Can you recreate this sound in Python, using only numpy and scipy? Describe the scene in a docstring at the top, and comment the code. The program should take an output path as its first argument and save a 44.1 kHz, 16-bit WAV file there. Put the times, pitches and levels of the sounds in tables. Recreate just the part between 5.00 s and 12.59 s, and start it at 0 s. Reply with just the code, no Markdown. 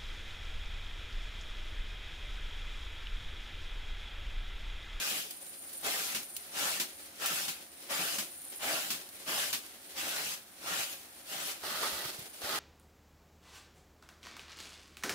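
'''A grass broom sweeps packed dirt: steady strokes in a bamboo hut, then two with a bigger broom in the yard.
Each stroke is noise and tiny clicks shaped by the push: it lands, swells, eases off and lifts.
Straws often snag near the end of a hut stroke and spring free with a flick: a spray of clicks and a thud.
Between strokes the skirt rustles (soft noise) and its metal spangles shimmer (many short rings).
In the yard feet pad on the earth (short low tones); quiet outdoor noise lies under everything.'''
import sys
import numpy as np
from scipy import signal
from scipy.fft import rfft
from scipy.io import wavfile
from scipy.ndimage import uniform_filter1d

SR = 44100
rng = np.random.default_rng(int(sys.argv[2]) if len(sys.argv) > 2 else 0)


def generate_wav(sig):
    """Save sig (samples, or channels by samples) to the path in sys.argv[1] as 16-bit PCM at SR."""
    pcm = np.round(np.clip(np.atleast_2d(sig).T, -1, 1) * 32767).astype(np.int16)
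    wavfile.write(sys.argv[1], SR, pcm)


N = 334719
TIME = np.arange(N) / SR  # seconds

# Levels in these tables are settings; the functions below may shift them.
# Broom strokes, or a brief second contact within one: [start t/s, landing t/s, time to hardest push t/s,
# length t/s, lifting t/s, level/dB, easing after the push level/dB, low scrape level/dB,
# extra scrape on landing level/dB, fizz level/dB]
HUT_STROKES = [ (-0.04, 0.027, 0.16, 0.24, 0.16, -37.5, 3.5, -7.5, 0, -6.5),
               (0.824, 0.026, 0.043, 0.32, 0.14, -38, 4, -1, 2.5, -6),
               (1.517, 0.087, 0.15, 0.27, 0.14, -36, 5.5, -3, 1, -6),
               (2.188, 0.045, 0.1, 0.31, 0.13, -38.5, 3, -4, 6.5, -6),
               (2.888, 0.025, .12, 0.32, 0.12, -38.5, 4, -1.5, 3.5, -5),
               (3.595, 0.058, 0.14, 0.34, 0.13, -37.5, 9, -1, 4.5, -6),
               (4.257, 0.037, 0.14, 0.29, 0.14, -37, 7.5, -3.5, 4.5, -6),
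               (4.945, 0.044, 0.22, 0.4, 0.068, -40, 3.5, -2.5, -1, -6),
               (5.609, .095, 0.12, 0.23, 0.045, -39, -1, -3, 7, -7.5),
               (5.848, 0.022, 0.085, .11, 0.18, -46.5, 6, -6, -1, -3),
               (6.253, 0.074, 0.072, .26, 0.11, -43, 0, 1, -11, -6), ]
YARD_STROKES = [ (6.617, .04, 0.14, .485, 0.048, -40, 2.6, -5, 4, -7),
                (6.804, .025, .03, 0.064, 0.05, -43, 3.4, 3.5, 2, -2),
                (7.416, 0.037, 0.14, 0.34, .1, -37.5, 2.6, -4.5, -1.5, -8), ]
# Bent straws spring free: [t/s, level/dB, bass thud against the spray level/dB, length t/s]
FLICKS = [(1.148, -28, -27, 0.046), (1.799, -24.5, -30, 0.036), (2.482, -30, -37, 0.026),
          (3.1842, -28.5, -48, 0.037), (3.904, -27, -26, 0.051), (4.5288, -25.5, -34, 0.041)]
# A single straw or spangle snaps: [t/s, level/dB, time to fall 60 dB t/s]
TICKS = [(0.303, -32, 0.03), (0.3082, -25, 0.047), (0.466, -35, 0.04), (0.694, -34, 0.04),
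         (0.732, -32, 0.04), (1.231, -29, 0.056), (1.366, -19.5, 0.035), (2.259, -17.5, 0.079),
         (3.351, -43, 0.036), (4.09, -34, 0.043), (4.663, -34, 0.044), (7.1931, -31, 0.04)]
# The broom catches on clods in the yard: [t/s, level/dB, time to fall 60 dB t/s]
CLODS = [(6.636, -34.5, 0.08), (6.827, -27, 0.079), (7.099, -46, 0.08), (7.417, -32.5, 0.07),
         (7.446, -30, 0.059)]
# Soft footfalls: [t/s, level/dB, f/Hz, time to fall 60 dB t/s]
STEPS = [(6.925, -57, 72.4, 0.22), (7.054, -41, 135, 0.031), (7.189, -39.5, 138, 0.029),
         (7.218, -52, 120, .05), (7.436, -49.5, 90, 0.082), (7.505, -62, 70, .08)]
# The skirt swings as the broom returns: [start t/s, length t/s, spangles level/dB, cloth level/dB,
# extra rustle of reaching for the next stroke level/dB]
SWINGS = [ (0.35, 0.43, -48.5, -61, 5), (1.217, 0.16, -47.5, -62, 4), (1.885, 0.16, -54, -59.5, 3),
          (2.58, 0.23, -55, -62.5, 6.5), (3.27, 0.28, -48, -60.5, 5.5), (3.993, 0.22, -54.5, -60, 6.5),
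          (4.663, 0.24, -57.5, -61, 7), (5.392, 0.22, -61, -63.5, 6), (5.99, 0.27, -58.5, -63.5, 5.5),
          (7.177, .23, -56.5, -57.5, 1.5), ]

# How strong each pitch is in a sound: [f/Hz, level/dB]
HUT_DIRT = [(40, -39), (100, -18), (170, -6), (300, -5), (500, -3.5), (700, 1.5), (1000, -1), (1400, -0.2),
            (2200, -1.5), (2900, 1.5), (3700, -1), (6000, -5), (12000, -10), (15500, -13)]
YARD_DIRT = [(30, -34), (80, -19), (150, -13), (220, -7.5), (300, -8), (600, 2.5), (1000, -3), (1450, 2),
             (2000, -6), (2400, -8), (4200, -3.5), (6700, -12), (12000, -12.5), (15500, -16.5)]
FLICK_SPECTRUM = [(60, -36.5), (160, -0.5), (320, -5.5), (500, -13.5), (1000, -6), (1600, -4.5), (2700, 0),
                  (4000, 0), (6000, -2), (10000, -4.5), (15500, -5)]
TICK_SPECTRUM = [(200, -26), (1500, -16), (3000, 0), (7000, -2), (11000, 0.5), (15500, 1.5)]
CLOTH_SPECTRUM = [(100, -13), (300, 2.5), (700, 1), (1000, -4), (2500, 1), (4500, 1), (6500, -2.5),
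                  (11000, -2), (15500, -5)]
AIR_SPECTRUM = [(25, -25), (50, -9), (75, 4), (130, -5.5), (190, 0), (300, 5), (420, -9), (580, -5),
                (710, 4), (950, -4), (1600, -0.5), (3000, -7), (7000, -9.5), (15500, -7.5)]
# Pitches that the hut and the yard lift or weaken in the scrape: [f/Hz, width f/Hz, level/dB]
HUT_COLOUR = [(196, 37, 6), (252, 37, -21), (303, 36, 11.5), (386, 33, -19.5), (432.4, 15, 7.5),
              (502, 30, -3.5), (576, 33, 6.5), (810, 33, 4), (930, 150, -3), (2600, 90, 2)]
YARD_COLOUR = [(400, 46, 5), (480, 32, -9), (706, 50, -2.5), (840, 87, 4), (1050, 70, -2.5),
               (1250, 95, 4.5), (1930, 120, 5.5), (3160, 70, 2)]
# Ring of the spangles: [f/Hz, scale of the spread among them f/Hz, level/dB, time to fall 60 dB t/s]
SPANGLE_MODES = [(9450, 420, -4, 0.067), (11930, 1200, -4.5, 0.011), (14400, 700, -2.5, .004)]
# How alike left and right are, from 0 to 1: [f/Hz, likeness]
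HUT_SAME = [(60, 0.77), (130, 1), (290, 0.99), (640, 0.79), (1400, 0.35), (3000, 0.05), (15000, 0.025)]
YARD_SAME = [(60, 0.84), (130, 0.85), (290, 0.97), (640, 0.85), (1400, 0.3), (3000, 0.038), (15000, .05)]
# Bands of the scrape, the swish and the fizz: [lowest f/Hz, highest f/Hz]
BANDS = [(400, 1800), (2200, 8000), (10500, 15500)]
# How much each pitch follows the pressure, and the fine tips: [f/Hz, share]
SCRAPE_SHARE = [(100, 0.18), (300, 0.53), (600, 0.94), (1500, 0.71), (2600, 0.044), (4500, 0)]
FIZZ_SHARE = [(3500, -0.34), (6000, 0.21), (11000, 1)]
# How much each pitch takes the colour of the spot of ground: [f/Hz, share]
SPOT_SHARE = [(1500, 0.9), (5000, 0.35)]

HUT_T60 = 0.16  # seconds for the hut's echo to fall 60 dB
EDGE_HZ = 15700  # top of the final frequency range
HUT_LAG_S, YARD_LAG_S = -.00017, .00004  # how much later the right side hears the broom (minus: earlier)
TOUCH_DB, LIFT_DB = 21, 24.5  # how quiet a stroke's first touch is; fall over one lifting time
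UNLOAD_S = 0.15  # time for the hand to take its weight off the broom after the push
BITE_S = 0.079  # how fast the stems' bite into the dirt fades after landing
STROKE_SPAN_S = .65  # each stroke is computed for this long
SNAG_DB, SNAG_S = 4, .02  # depth and time of the scrape's stall before a flick
SPANGLE_BUILD_DB = 2.5  # rise of the spangles up to the middle of a swing
CLOTH_SLACK_DB = 5  # fall of the cloth from the start of a swing to its middle


def gain_of(db):
    """Turns decibels into a multiplier."""
    return 10 ** (np.asarray(db) / 20)


def evened(x):
    """Brings a sound to an average (rms) strength of 1."""
    return x / np.sqrt(np.mean(x ** 2) + 1e-20)


def read(points, hz):
    """Reads a curve between its points, with pitch on a logarithmic scale."""
    f, value = np.transpose(points)
    return np.interp(np.log(hz + 1), np.log(f + 1), value)


def add(mix, s, sound):
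    """Adds a stereo sound at time s, or at the very start if s is negative."""
    part = mix[:, max(round(s * SR), 0):][:, :sound.shape[1]]
    part += sound[:, :part.shape[1]]


def coloured(x, points):
    """Shapes a short sound with a spectrum and evens its strength."""
    size = x.shape[-1]
    gains = gain_of(read(points, np.fft.rfftfreq(size, 1 / SR)))
    return evened(np.fft.irfft(rfft(x) * gains, size))


def coloured_by(x, points):
    """Filters a whole layer with gains in dB, without evening it."""
    size = 2 ** 19
    gains = gain_of(read(points, np.fft.rfftfreq(size, 1 / SR)))
    return np.fft.irfft(rfft(x, size) * gains)[:, :N]


def grit(size, per_s, spread_db, share):
    """Makes three streams of tiny stick-slip clicks of uneven size over a bed of countless smaller ones."""
    sizes = gain_of(spread_db * np.minimum(rng.exponential(1, (3, size)), 4))
    signs = rng.choice([-1, 1], (3, size))
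    clicks = sizes * signs * (rng.random((3, size)) < per_s / SR)
    share = np.clip(share, 0, 1)
    bed = rng.standard_normal((3, size))
    return np.sqrt(share) * evened(clicks) + np.sqrt(1 - share) * bed


def pair(streams, same, lag_s):
    """Makes stereo: one stream reaches both sides, shifted on the right; two others are scattered sound."""
    size = streams.shape[1]
    hz, z = np.fft.rfftfreq(size, 1 / SR), rfft(streams)
    likeness = np.clip(read(same, hz), 0, 1)
    direct = z[2] * np.exp(-2j * np.pi * hz * np.array([[0], [lag_s]]))
    return np.fft.irfft(np.sqrt(likeness) * direct + np.sqrt(1 - likeness) * z[:2], size)


def lumps(shape, frames, bins):
    """Makes smooth random changes over time and pitch."""
    over_time = uniform_filter1d(rng.standard_normal(shape), max(round(frames), 1), 1)
    return evened(uniform_filter1d(over_time, max(round(bins), 1), 0))


def air():
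    """Quiet outdoor background: shaped noise whose level gently wavers."""
    noise = pair(rng.standard_normal((3, N)), YARD_SAME, lag_s=0)
    bed = evened(coloured_by(noise, AIR_SPECTRUM))
    waver_db = 0.86 * lumps((1, N), frames=5300, bins=1)
    return bed * gain_of(-58.0 + waver_db)


def hut(x, wet_db):
    """Short echo of the woven walls: sparse random reflections that die away, most alike near 600 Hz."""
    t = TIME[:SR // 3]
    taps = rng.standard_normal((3, len(t))) * (rng.random((3, len(t))) < 4000 / SR)
    taps = pair(taps, [(200, 0.55), (600, 1.0), (1400, 0)], lag_s=0)
    taps = taps * (t > .004) * gain_of(-60 * t / HUT_T60)
    taps /= np.linalg.norm(taps, axis=1, keepdims=True)
    echo = signal.fftconvolve(x, taps, axes=1)[:, :N]
    return x + gain_of(wet_db) * echo


def footfalls():
    """Soles press on packed earth: a dull, low tone with a soft start that dies quickly."""
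    out, t = np.zeros((2, N)), TIME[:SR // 4]
    for s, db, hz, t60 in STEPS:
        fading = gain_of(db + 5.0 - 60 * t / t60)
        push = fading * np.sin(2 * np.pi * hz * t) * (1 - np.exp(-t / 0.0026))
        add(out, s, np.array([push, push]))
    return out


def sway():
    """Levels of spangles and cloth in each swing: leaving the stroke, mid-swing, reaching for the next."""
    points = []
    for start, length, spangle_db, cloth_db, reach_db in SWINGS:
        points += [(start, spangle_db - SPANGLE_BUILD_DB, cloth_db + CLOTH_SLACK_DB),
                   (start + length / 2, spangle_db, cloth_db),
                   (start + length, spangle_db, cloth_db + reach_db)]
    return np.transpose(points)


def spangles():
    """Spangles knock together at random, each ringing briefly at its own pitches."""
    t, shimmer, count = TIME[:2048], np.zeros((2, N)), 40
    sizes = gain_of(4.5 * np.minimum(rng.exponential(1, N), 3.2))
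    knocks = sizes * (rng.random(N) < 1100 / SR)
    which = rng.integers(0, count, N)
    # the spangles are nearly alike: most ring close to the middle pitch, a few lie far out
    detune = np.arctanh(np.linspace(-.97, .97, count))
    for k in range(count):
        ring = np.zeros((2, len(t)))
        for hz, spread, db, t60 in SPANGLE_MODES:
            cycles = (hz + spread * detune[k]) * t + rng.random((2, 1))
            ring += gain_of(db - 60 * t / t60) * np.sin(2 * np.pi * cycles)
        shimmer += signal.oaconvolve((knocks * (which == k))[None], ring, axes=1)[:, :N]
    return evened(coloured_by(shimmer, [(3000, -20), (7500, 16.5), (8700, 3.5), (15000, 4.5)]))


def skirt():
    """The swinging skirt: spangles shimmer over cloth that rustles with fine clicks and noise."""
    s, spangle_db, cloth_db = sway()
    rubbing = pair(grit(N, per_s=900, spread_db=1.5, share=0.38), HUT_SAME, HUT_LAG_S)
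    cloth = evened(coloured_by(rubbing, CLOTH_SPECTRUM))
    folds_db = 2.35 * lumps((1, N), frames=1200, bins=1)
    bunches_db = 1.6 * lumps((1, N), frames=800, bins=1)
    # the spangles hang stiller outside the swings
    swings = sum((TIME > start - .06) & (TIME < start + length + .06) for start, length, *_ in SWINGS)
    swinging = uniform_filter1d(1. * swings, SR // 12)
    still_db = 6.0 * (1 - swinging)
    shimmer_db = np.interp(TIME, s, spangle_db) + bunches_db - still_db - 0.5
    rustle_db = np.interp(TIME, s, cloth_db) + folds_db + 4.0
    return spangles() * gain_of(shimmer_db) + cloth * gain_of(rustle_db)


def ticks():
    """Single straws or spangles snap: dry, bright bursts of noise that die at once."""
    out, t = np.zeros((2, N)), TIME[:4096]
    for s, db, t60 in TICKS:
        noise = pair(rng.standard_normal((3, len(t))), HUT_SAME, HUT_LAG_S)
        add(out, s, coloured(noise, TICK_SPECTRUM) * gain_of(db - 8.0 - 60 * t / t60))
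    return out


def flicks():
    """The bent bundle springs straight: a sudden spray of straw clicks and a soft thud."""
    out, t = np.zeros((2, N)), TIME[:8192]
    thud_spectrum = [(45, -32), (100, -10), (175, -18), (320, 10), (600, 2), (3000, -60)]
    for s, db, thud_db, length in FLICKS:
        clicks = pair(grit(len(t), per_s=4400, spread_db=-1.5, share=0.29), HUT_SAME, HUT_LAG_S)
        spray = coloured(clicks, FLICK_SPECTRUM)
        noise = pair(rng.standard_normal((3, len(t))), HUT_SAME, HUT_LAG_S)
        thud = coloured(noise, thud_spectrum) * gain_of(thud_db + 7.0) * np.exp(-t / 0.023)
        slap = 0.55 * np.exp(-(t / 0.02) ** 2)
        settling = 0.88 * np.exp(-(t / (1.27 * length)) ** 2)
        sound = spray * (slap + settling) + thud
        onset = 1 - np.exp(-t / 0.00048)
        add(out, s - .001, gain_of(db - 6.5) * sound * onset)
    # slightly louder on the left, though it reaches the right side first
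    return out * gain_of([[.6], [-.6]])


def snags():
    """Gain of the scrape as the straws catch before each flick and slide on after it."""
    stall = np.zeros(N)
    for s, *_ in FLICKS:
        stall += np.interp(TIME, [s - SNAG_S, s - SNAG_S / 10, s + SNAG_S / 10], [0, 1, 0])
    return gain_of(-SNAG_DB * stall)


def gesture(row, swell_db, unload_db, tips_db):
    """One stroke lands, swells and lifts; as the weight comes off, the scrape gives way to the fine tips."""
    start, landing, push, length, lifting, level_db, ease_db, scrape_db, bite_db, fizz_db = row
    t = TIME[(TIME >= start) & (TIME < start + STROKE_SPAN_S)] - start
    touch_db = TOUCH_DB * np.maximum(1 - t / landing, 0) ** 1.92
    drag_db = np.interp(t, [landing, push, length], [swell_db, 0, ease_db])
    lift_db = LIFT_DB * np.maximum(t - length, 0) / lifting
    speed_db = level_db - touch_db - drag_db - lift_db
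    unloaded = np.clip((t - push) / UNLOAD_S, 0, 1)
    press_db = scrape_db + bite_db * np.exp(-t / BITE_S) - unload_db * unloaded
    return t + start, speed_db, press_db, fizz_db + tips_db * unloaded


def stroke(motion, grains, dirt, colour, patch_db, spot_db, flutter_db):
    """Straws drag over dirt: pressure swells the low scrape, the fine tips add fizz, tufts catch and slip."""
    s, speed_db, press_db, tips_db = motion
    during = (TIME >= s[0] - .5 / SR) & (TIME < s[-1] + .5 / SR)
    # cut the grains into short overlapping slices, so that each pitch can change over time
    hz, t, z = signal.stft(grains[:, during], SR, nperseg=1024, noverlap=896)
    shape_db = read(dirt, hz) + sum(db * np.exp(-((hz - f) / width) ** 2) for f, width, db in colour)
    power = gain_of(shape_db) ** 2
    low, mid, top = (10 * np.log10(np.mean(power * (hz > a) * (hz < b))) for a, b in BANDS)
    # scrape and fizz are set against the swish in the middle band
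    scrape_db = np.interp(t + s[0], s, press_db) - low + mid
    fizz_db = np.interp(t + s[0], s, tips_db) - top + mid
    field_db = (shape_db - mid)[:, None] + np.outer(read(SCRAPE_SHARE, hz), scrape_db)
    field_db += np.outer(read(FIZZ_SHARE, hz), fizz_db)
    # single tufts sing out briefly; each spot of ground has its own slowly shifting colour
    field_db += patch_db * lumps(field_db.shape, frames=10, bins=11)
    field_db += spot_db * lumps(field_db.shape, frames=57, bins=2) * read(SPOT_SHARE, hz)[:, None]
    sound = signal.istft(z * gain_of(field_db), SR, nperseg=1024, noverlap=896)[1][:, :len(s)]
    flutter = flutter_db * lumps((1, len(s)), frames=1200, bins=1)
    return sound * gain_of(speed_db + flutter)


def clods():
    """The broom catches on clods: short crunches of noise with the colour of the yard's dirt."""
    out, t = np.zeros((2, N)), TIME[:8192]
    for s, db, t60 in CLODS:
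        noise = pair(rng.standard_normal((3, len(t))), YARD_SAME, YARD_LAG_S)
        add(out, s, coloured(noise, YARD_DIRT) * gain_of(db - 6.0 - 60 * t / t60))
    return out


def yard_broom():
    """A bigger, stiff broom drags over rough ground and catches on clods."""
    out = clods()
    grains = pair(grit(N, per_s=3500, spread_db=3.5, share=0.44), YARD_SAME, YARD_LAG_S)
    for row in YARD_STROKES:
        motion = gesture(row, swell_db=3.0, unload_db=2.0, tips_db=1.5)
        add(out, row[0], stroke(motion, grains, YARD_DIRT, YARD_COLOUR,
                                patch_db=1.15, spot_db=1.5, flutter_db=1.05))
    tone = [(200, -0.24), (600, 1.1), (1500, 1.0), (4000, -0.13), (15000, 1.4)]
    # slightly louder on the right, though it reaches the left side first
    return coloured_by(out, tone) * gain_of([[-.6], [.6]])


def hut_broom():
    """A soft broom drags over a smooth floor, stalling briefly where straws snag."""
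    out = np.zeros((2, N))
    grains = pair(grit(N, per_s=5000, spread_db=2.5, share=0.45), HUT_SAME, HUT_LAG_S)
    for row in HUT_STROKES:
        motion = gesture(row, swell_db=2.0, unload_db=6.0, tips_db=1.5)
        add(out, row[0], stroke(motion, grains, HUT_DIRT, HUT_COLOUR,
                                patch_db=2.08, spot_db=2.14, flutter_db=0.47))
    tone = [(200, -0.5), (600, -2.26), (1500, 1.5), (4000, 2.0), (15000, 2.0)]
    # slightly louder on the left, though it reaches the right side first
    return snags() * coloured_by(out, tone) * gain_of([[.6], [-.6]])


def scene():
    """Brooms, skirt and footfalls over the background; the hut echoes what happens inside it."""
    inside = TIME < YARD_STROKES[0][0]
    snaps, rustle = ticks(), skirt()
    sweeping = hut_broom() + flicks() + snaps * inside
    indoors = hut(sweeping, wet_db=-12.0) + hut(rustle * inside, wet_db=-3.5)
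    outdoors = yard_broom() + footfalls() + gain_of(2.6) * (snaps + rustle) * ~inside
    return indoors + outdoors + air()


def record(dry):
    """Removes the highest frequencies, above the band edge."""
    low_pass = signal.firwin(511, EDGE_HZ, window=("kaiser", 9), fs=SR)
    return signal.oaconvolve(dry, low_pass[None], "same")


dry = scene()
out = record(dry)
generate_wav(out)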